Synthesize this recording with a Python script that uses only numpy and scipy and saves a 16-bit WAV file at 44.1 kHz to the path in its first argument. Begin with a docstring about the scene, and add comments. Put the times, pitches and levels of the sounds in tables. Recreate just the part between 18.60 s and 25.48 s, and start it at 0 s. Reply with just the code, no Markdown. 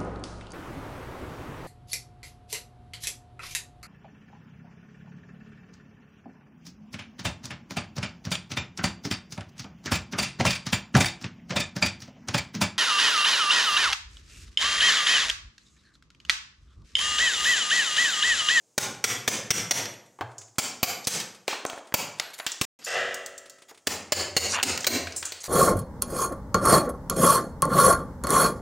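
"""Chiselling mortar in a bare room

A lump hammer drives a steel chisel into the mortar round a stone window sill: each blow is a noise crack
through the wedged blade's resonances, with low thuds, sine pings and diffuse echo. Chips snap as short
noise, the blade scrapes in clumped noise; after a short silence the chisel clangs on a radiator (dense
noise and dying sines) and work goes on below the sill. A limiter flattens the blows; the room swells behind."""
import sys
import numpy as np
from scipy import signal
from scipy.fft import rfft, irfft
from scipy.io import wavfile
from scipy.ndimage import uniform_filter1d, minimum_filter1d

SR = 44100
rng = np.random.default_rng(int(sys.argv[2]) if len(sys.argv) > 2 else 0)


def generate_wav(sig):
    """Save sig (samples, or channels by samples) to the path in sys.argv[1] as 16-bit PCM at SR."""
    pcm = np.round(np.clip(np.atleast_2d(sig).T, -1, 1) * 32767).astype(np.int16)
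    wavfile.write(sys.argv[1], SR, pcm)


N = 303408
T = np.arange(SR) / SR  # one second: the life of any single sound
HZ = np.fft.rfftfreq(SR, 1 / SR) + 1  # kept above zero for the logarithms

# hammer blows: [t/s, force/dB, crack length/s, wall thud re force/dB, brightness/(dB per octave),
# steel ping level/dB, top ring/dB, pitch of the wedged blade/ratio, depth of its resonances/ratio]
BLOWS = [(0.179, -22, 0.0081, -14, 0, -43, -2, 1.01, 0.49),
         (0.4407, -19, 0.011, -18, 0.5, -34, -3, 0.95, 1.3),
         (0.6774, -20.5, .012, -3.5, -0.5, -45, 0, 1, 0.99),
         (0.905, -17.5, .012, -5, 0.5, -35, 2, 0.952, 1.3),
         (1.1095, -18.5, .012, -14, 0, -32, -5, 0.96, 1.18),
         (1.9832, -21.5, 0.015, 0, 1.66, -51, 0, 1, 0.71),
         (2.2295, -20.5, 0.014, 1.5, 1, -40, 14.5, 0.98, 1.44),
         (2.4709, -17, 0.014, -4.5, 2, -39, -8, 1.24, 0.23),
         (3.3406, -22, 0.011, 1, 0, -54, 11, 0.99, 1.25),
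         (4.0125, -30.5, 0.0095, 0.5, 1, -48.5, -4, 1.1, 0.56),
         (5.2707, -24.5, 0.0093, -7.5, 0.05, -71, 1, 1.03, 0.28),
         (5.5209, -17.5, 0.013, -8.5, 1, -48, 4, 0.99, 0.91),
         (5.7656, -16.5, 0.017, -3, 1.5, -39, 3, 0.97, 1.26),
         (6.0285, -18.5, 0.011, -34, 0.7, -41, -11, 0.96, 0.68),
         (6.2676, -15.5, 0.014, -12, 0.5, -44, 15, 0.91, 0.93)]


def amp(db):
    """Decibels to a linear factor."""
    return 10 ** (np.asarray(db) / 20)


def evened(x):
    """The signal at unit RMS."""
    return x / np.sqrt(np.mean(x ** 2) + 1e-20)


def read(points, hz):
    """A curve through (f/Hz, value) points, straight over log frequency."""
    f, value = np.transpose(points)
    return np.interp(np.log(hz + 1), np.log(f), value)


def add(mix, s, sound):
    """Lay a sound into the mix at s seconds, cut at the end of the mix."""
    part = mix[round(s * SR):][:len(sound)]
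    part += sound[:len(part)]


def noise(shape_db):
    """One second of unit-RMS noise with the given spectral shape."""
    return evened(irfft(rfft(rng.standard_normal(SR)) * amp(shape_db), SR))


def hump(hz, octaves, depth_db=34, steepness=1.39):
    """A broad flat-topped resonance in dB, with level skirts."""
    distance = abs(np.log2(HZ / hz) / octaves)
    return -depth_db * np.tanh(6.6 * distance ** steepness / depth_db)


def peak(hz, half_width_hz):
    """A narrow resonance of height one."""
    return 1 / (1 + ((HZ - hz) / half_width_hz) ** 2)


def ripple(width_hz):
    """Random peaks and dips of unit size along the spectrum, as from many close modes."""
    smoothing = np.exp(-(HZ / SR * width_hz * 2) ** 2)
    return evened(irfft(rfft(rng.standard_normal(SR)) * smoothing, SR)[:len(HZ)])


def ring(modes):
    """Dying sines, one per mode, each struck a little differently every time."""
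    total = 0
    for hz, db, t60 in modes:
        level_db = db + 2 * rng.standard_normal() - 60 * T / t60
        total = total + amp(level_db) * np.sin(2 * np.pi * (hz * T + rng.random()))
    return total


def die_away(x, t60s):
    """Each frequency band dies at its own speed."""
    hz, t, z = signal.stft(x, SR, nperseg=256)
    decay = amp(-60 * t / read(t60s, hz)[:, None])
    return signal.istft(z * decay, SR, nperseg=256)[1][:SR]


def room(shape_db, build_s=0.014):
    """The diffuse answer of bare walls to a click of this spectrum: it builds up, then the bands decay."""
    # decay of the room: [f/Hz, t60/s]
    room_t60 = [(80, 0.75), (210, 0.73), (560, 0.7), (1470, 0.57), (3880, 0.46), (7000, 0.43),
                (14000, 0.26)]
    return die_away(noise(shape_db), room_t60) * (1 - np.exp(-T / build_s))


def boom(db, hz, t60):
    """A low, narrow resonance of masonry dying away."""
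    return amp(db - 60 * T / t60) * noise(hump(hz, 0.21, 70, steepness=3.0))


def snap(db, hz, t60, room_db, octaves, uneven_db=2.5):
    """Stone hardly rings: a short dry snap and its echo."""
    stone = [(60, -21.5), (300, 8.5), (7500, -5.0), (12000, -18.5), (16000, -2.5)]  # [f/Hz, tone/dB]
    shape = hump(hz, octaves) + uneven_db * ripple(160) + read(stone, HZ)
    direct = noise(shape) * amp(-60 * T / t60)
    return amp(db) * (direct + amp(room_db) * room(shape))


def trickle(per_s=22, grain_db=7, grit_db=-61, hush_db=-67):
    """Loose sand trickles as random grain bursts from the first blow on, over the steady hush of the room."""
    # spectrum of the room's hush: [f/Hz, relative density/(dB per Hz)]
    hush_spectrum = [(30, -23.5), (110, -4), (500, -1.5), (1500, -17), (4000, -17), (7000, -4),
                     (12000, -24), (16000, -25)]
    hits = rng.random(N) < per_s / SR
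    falls = hits * amp(grain_db * np.minimum(rng.exponential(1, N), 2))
    grain = noise(read([(500, 6.0), (3000, 5.5), (6800, 0.0), (9000, 3.5), (12000, -15.0)], HZ))
    decay = amp(-60 * T / 0.068) + amp(-8.5 - 60 * T / 0.12)  # a short fall and a quieter, longer one
    grit = signal.oaconvolve(falls, grain * decay)[:N]
    worked = np.arange(N) / SR > BLOWS[0][0]
    hz = np.fft.rfftfreq(N, 1 / SR)
    hush = evened(irfft(rfft(rng.standard_normal(N)) * amp(read(hush_spectrum, hz)), N))
    return amp(grit_db) * evened(grit) * worked + amp(hush_db) * hush


def masonry():
    """The wall booms once under a bump; the slab of the sill answers the last two blows hollowly."""
    # a dull bump against the wall: [t/s, level/dB, f/Hz, t60/s]
    bumps = [(1.607, -39, 113, .62)]
    # blows that shake the slab: [t/s, level/dB]
    slab_booms = [(6.029, -22.5), (6.268, -16)]
    # hollow resonances of the slab: [f/Hz, level re boom/dB, t60/s]
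    slab = [(264, -5.5, 0.41), (376, -7.5, 0.3)]
    out = np.zeros(N)
    for s, *bump in bumps:
        add(out, s, boom(*bump))
    for s, level in slab_booms:
        add(out, s, sum(boom(level + db, hz, t60) for hz, db, t60 in slab))
    return out


def radiator(fins_db=-18, sections_db=-29, uneven_db=5):
    """The struck radiator's dense ring fades in, then dies with a few sections singing on."""
    # level of the fade-in: [t/s, level/dB]
    fade_in = [(4.265, -18.5), (4.315, -14), (4.365, -2.5), (4.45, -0.5)]
    # spectrum of the fins: [f/Hz, relative density/(dB per Hz)]
    fin_spectrum = [(100, -20.5), (300, -18), (480, -8), (660, 1), (950, -11), (1300, -5), (1900, 2.5),
                    (2250, -11.5), (2800, -3.5), (3400, -8), (4000, -16), (7000, -17), (12000, -44)]
    # ringing sections: [f/Hz, relative level/dB, t60/s]
    sections = [(269, -19, 2), (382, -4.5, 1.36), (481, 3, 1), (530, -2, 1.2), (572, -3, 1.23),
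                (659, -1, 1.11), (1280, -12.5, 1.46), (1322, -12.5, 1.65), (1430, -16, 0.55),
                (1653, -19, 0.63), (1750, -11, 1), (2050, -16, 0.47), (2000, 5.5, 0.77), (1970, -0.5, 1.07),
                (2712, 11.5, 0.37), (2740, -7.5, 1.12), (2660, 8, 0.36), (3230, -18.5, 1.8)]
    start = fade_in[0][0]
    clang = noise(read(fin_spectrum, HZ) + uneven_db * ripple(4.1))
    fins = die_away(clang, [(300, 1.0), (2000, 0.93), (7000, 0.76)])
    level = amp(np.interp(start + T, *np.transpose(fade_in))) * np.minimum(T / 0.0021, 1)
    out = np.zeros(N)
    add(out, start, level * (amp(fins_db) * fins + amp(sections_db) * ring(sections)))
    return out


def scrapes(grain_db=2.5, room_db=-11, uneven_db=3):
    """Sand grains break under the blade in clumps: band noise with a grainy level, swelling and fading."""
    # strokes in mortar: [t/s, length/s, level before the swell/dB, centre f/Hz, width/octaves]
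    strokes = [(2.441, 0.015, -36.5, 5700, 0.72), (3.733, .02, -42.5, 5500, 2.1),
               (3.779, 0.02, -41.5, 5500, 3.6), (4.208, 0.23, -46, 2500, 1.4),
               (4.237, 0.13, -38, 5950, .53), (5.082, 0.037, -48, 2560, 3.5),
               (5.891, 0.077, -28.5, 6240, 0.67), (5.922, 0.1, -28.5, 1480, 1.03),
               (6.803, 0.024, -39.5, 6680, .6), (6.83, 0.048, -36.5, 3500, 3)]
    out = np.zeros(N)
    for s, length, db, hz, octaves in strokes:
        shape = hump(hz, octaves, steepness=3.8) + uneven_db * ripple(200)
        shape += read([(7500, 3.5), (12000, -3.5)], HZ)
        swell = np.sin(np.pi * np.minimum(T / length, 1)).clip(0) ** .5
        clumps = amp(grain_db * evened(uniform_filter1d(rng.standard_normal(SR), size=90)))
        direct = evened(noise(shape) * clumps) * swell
        add(out, s, amp(db) * (direct + amp(room_db) * room(shape, length / 2)))
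    return out


def loose_chisel(count=4, waver=0.75, start_s=4.543, every_s=.118, first_db=-28.5, fade_db=-3):
    """Out of the mortar the steel rings freely in its modes; its tip skips evenly over the radiator's ribs."""
    # clinks: [t/s, level/dB]
    clinks = [(3.598, -37.5), (3.739, -49), (3.797, -44), (4.243, -36)]
    # lengthwise and bending modes of the steel: [f/Hz, relative level/dB, t60/s]
    steel = [(4550, 0.5, 0.1), (7020, 6, 0.095), (10360, 3, 0.085), (11340, -14.5, 0.62),
             (13400, -26.5, .16), (14500, -10, 0.27)]
    out = np.zeros(N)
    for s, db in clinks:
        # reflections blur the lines
        flutter = 1 + waver * evened(uniform_filter1d(rng.standard_normal(SR), size=200))
        add(out, s, amp(db) * ring(steel) * flutter * (1 - np.exp(-T / 0.00085)))
    for k in range(count):
        # each skip is lighter than the last
        skip = snap(first_db + k * fade_db, hz=7340, t60=0.049, octaves=0.65, room_db=-15)
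        add(out, start_s + k * every_s, skip)
    return out


def chips():
    """Lumps knock dully, chips snap over a wide band, the tip ticks high and narrow: all short noise."""
    # lumps of mortar knock on the sill: [t/s, level/dB, centre f/Hz, t60/s]
    knocks = [(1.589, -41.5, 860, 0.078), (1.61, -21.5, 800, 0.069), (2.88, -24, 660, 0.04),
              (2.929, -23, 870, .04), (3.052, -18.5, 820, .022), (3.132, -29, 740, .017),
              (3.177, -34, 750, .025), (3.3235, -31, 900, .017), (3.7994, -27, 1520, 0.039),
              (5.112, -46, 700, 0.088)]
    # chips snap off: [t/s, level/dB, centre f/Hz, t60/s, room re snap/dB]
    chipped = [(1.256, -26, 2420, 0.031, -19), (2.6, -26.5, 5100, 0.11, -12),
               (2.8796, -19.5, 3270, 0.032, -6.5), (3.099, -27.5, 2944, 0.029, -14.5),
               (3.598, -16.5, 2660, 0.023, -17.5), (3.865, -19, 4570, .054, -12),
               (6.176, -20, 5450, 0.023, -16), (6.244, -22, 3140, 0.042, -32),
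               (6.471, -27.5, 2080, .038, -15), (6.627, -27, 2960, 0.039, -10.5),
               (6.721, -25.5, 4550, 0.036, -13)]
    # the tip of the blade ticks on stone, and at 6.563 s the blade squeaks with a longer ring: [t/s, level/dB,
    # centre f/Hz, t60/s]
    ticks = [(1.782, -33, 6950, 0.049), (3.063, -29.5, 7300, 0.038), (3.918, -28, 6760, 0.06),
             (6.206, -29, 6700, 0.044), (6.232, -33, 6500, 0.035), (6.522, -36, 5600, 0.061),
             (6.563, -27.5, 8100, 0.22), (6.653, -26, 7800, 0.092)]
    out = np.zeros(N)
    for s, *knock in knocks:
        add(out, s, snap(*knock, octaves=1.0, room_db=-16.5))
    for s, *chip in chipped:
        add(out, s, snap(*chip, octaves=1.42))
    for s, *tick in ticks:
        add(out, s, snap(*tick, octaves=0.36, room_db=-10.5))
    return out


def blows(crack_db=19, room_db=2.5, ring_width_hz=230, between_db=-3, uneven_db=3.0, top_ring_db=8,
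          thud_db=15, thud_hz=140, thud_t60=0.023, knock_db=12, knock_hz=235, knock_t60=.03):
    """Steel meets steel: a dense crack, a push into the wall, the wall's boom, the chisel's ping, the room."""
    # resonances of the blade wedged in the corner: [f/Hz, height/dB]
    in_corner = [(880, 0.5), (2180, 6.5), (3200, 3), (3600, 5.5), (5500, 0.5), (6130, 9.5), (7450, 1),
                 (8700, 3.5)]
    # and in the joint under the window frame: [f/Hz, height/dB]
    in_frame_joint = [(850, 5), (2400, 7), (3100, 7), (4780, 8), (6200, 3), (7250, 6), (10300, 3)]
    # and under the sill: [f/Hz, height/dB]
    under_sill = [(620, 6.5), (2100, 7.5), (2930, 9.5), (4480, 14), (5200, 5), (6620, 6.5), (7280, 9.5),
                  (9300, 4.5)]
    # where the chisel is set: [from t/s, resonances, wall boom f/Hz, boom re force/dB, boom t60/s]
    seats = [(0, in_corner, 118.5, -18, 0.65),
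             (1.9, in_frame_joint, 112, -31, 0.71),
             (5.0, under_sill, 89, -20, 1)]
    # spectrum of the crack: [f/Hz, relative density/(dB per Hz)]
    crack_spectrum = [(60, -25.5), (200, -2), (600, 4.5), (1200, 2), (2300, 1), (3800, 0), (5500, 2.5),
                      (7400, 0.5), (9000, -3.5), (11000, -10.5), (12800, -16.5), (14700, -14), (16000, 1.5)]
    # spectrum of the room's answer: [f/Hz, relative density/(dB per Hz)]
    room_spectrum = [(50, -21), (110, -2), (200, 2.5), (330, -0.5), (520, 2), (850, 2), (1200, 1),
                     (2400, 1), (3800, -0.5), (5500, 3.5), (7400, 3.5), (9000, -1.5), (12600, -16),
                     (14600, -8.5), (16000, -3)]
    # the chisel's clearest ping, a beating pair: [f/Hz, relative level/dB, t60/s]
    ping_pair = [(11445, 0, .55), (11431, -7, .45)]
    out = np.zeros(N)
    for s, force, crack_s, thud, bright, ping, top, pitch, depth in BLOWS:
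        _, rings, boom_hz, boom_db, boom_t60 = [seat for seat in seats if seat[0] <= s][-1]
        # the resonances shift with the way the blade is wedged
        wedged = depth * sum(db * peak(hz * pitch, ring_width_hz) for hz, db in rings)
        wedged += between_db * ((HZ > 600) & (HZ < 10000)) + uneven_db * ripple(57.6)
        tilt = bright * np.log2(np.clip(HZ, 500, 8000) / 2500)
        # the highest modes of the steel sing through every blow
        top_ring = top * peak(14550, 600) + top_ring_db * peak(14520, 150) + 4 * peak(13400, 150)
        colour = wedged + tilt + top_ring

        burst = np.exp(-(T / crack_s) ** 2) * (1 - np.exp(-T / 0.00047))
        crack = amp(crack_db) * noise(read(crack_spectrum, HZ) + colour) * burst
        push = amp(thud_db - 60 * T / thud_t60) * np.sin(2 * np.pi * thud_hz * T)
        push += amp(knock_db - 60 * T / knock_t60) * np.sin(2 * np.pi * knock_hz * T)
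        push *= 1 - np.exp(-T / 0.00092)
        echo = amp(room_db) * room(read(room_spectrum, HZ) + colour)
        struck = crack + amp(thud) * push + echo + boom(boom_db, boom_hz, boom_t60)
        add(out, s, amp(force) * struck + amp(ping) * ring(ping_pair))
    return out


def scene(side_db=-26, side_hz=5200):
    """Nearly mono: the same sound in both channels, with a faint treble difference."""
    mid = trickle() + masonry() + radiator() + scrapes() + loose_chisel() + chips() + blows()
    hz, t, z = signal.stft(mid, SR, nperseg=128)
    random_phase = np.exp(2j * np.pi * rng.random(z.shape))
    treble = 1 / (1 + (side_hz / (hz[:, None] + 1)) ** 12)
    blurred = z * np.sqrt(2) * random_phase * treble
    side = amp(side_db) * signal.istft(blurred, SR, nperseg=128)[1][:N]
    return np.array([mid + side, mid - side])


def record(dry, limit_db=-14.5, recover_db_per_s=245, low_cut_hz=58, ceiling=1.0, edge_hz=15880):
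    """A bass cut, a fast limiter with a soft ceiling, a moment of silence, then the band limit."""
    # the silent moment: [from t/s, to t/s]
    silence = (4.052, 4.19)
    dry = signal.sosfilt(signal.butter(2, low_cut_hz, "high", fs=SR, output="sos"), dry)
    power_db = 10 * np.log10(abs(uniform_filter1d((dry ** 2).mean(0), size=88)) + 1e-12)
    held_db = -minimum_filter1d(-power_db, size=441, origin=220)  # holds each peak for 10 ms
    t = np.arange(N) / SR
    fall = t * recover_db_per_s
    # the level jumps up at once and sinks at a steady rate
    level_db = np.maximum.accumulate(held_db + fall) - fall
    over_db = np.maximum(level_db - limit_db, 0)
    gain_cut = amp(uniform_filter1d(over_db, size=40))
    limited = ceiling * np.tanh(dry / gain_cut / ceiling)
    live = uniform_filter1d(1. * ((t < silence[0]) | (t > silence[1])), size=100)
    band_limit = signal.firwin(255, edge_hz, window=("kaiser", 8), fs=SR)
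    return signal.oaconvolve(limited * live, band_limit[None], "same")


dry = scene()
out = record(dry)
generate_wav(out)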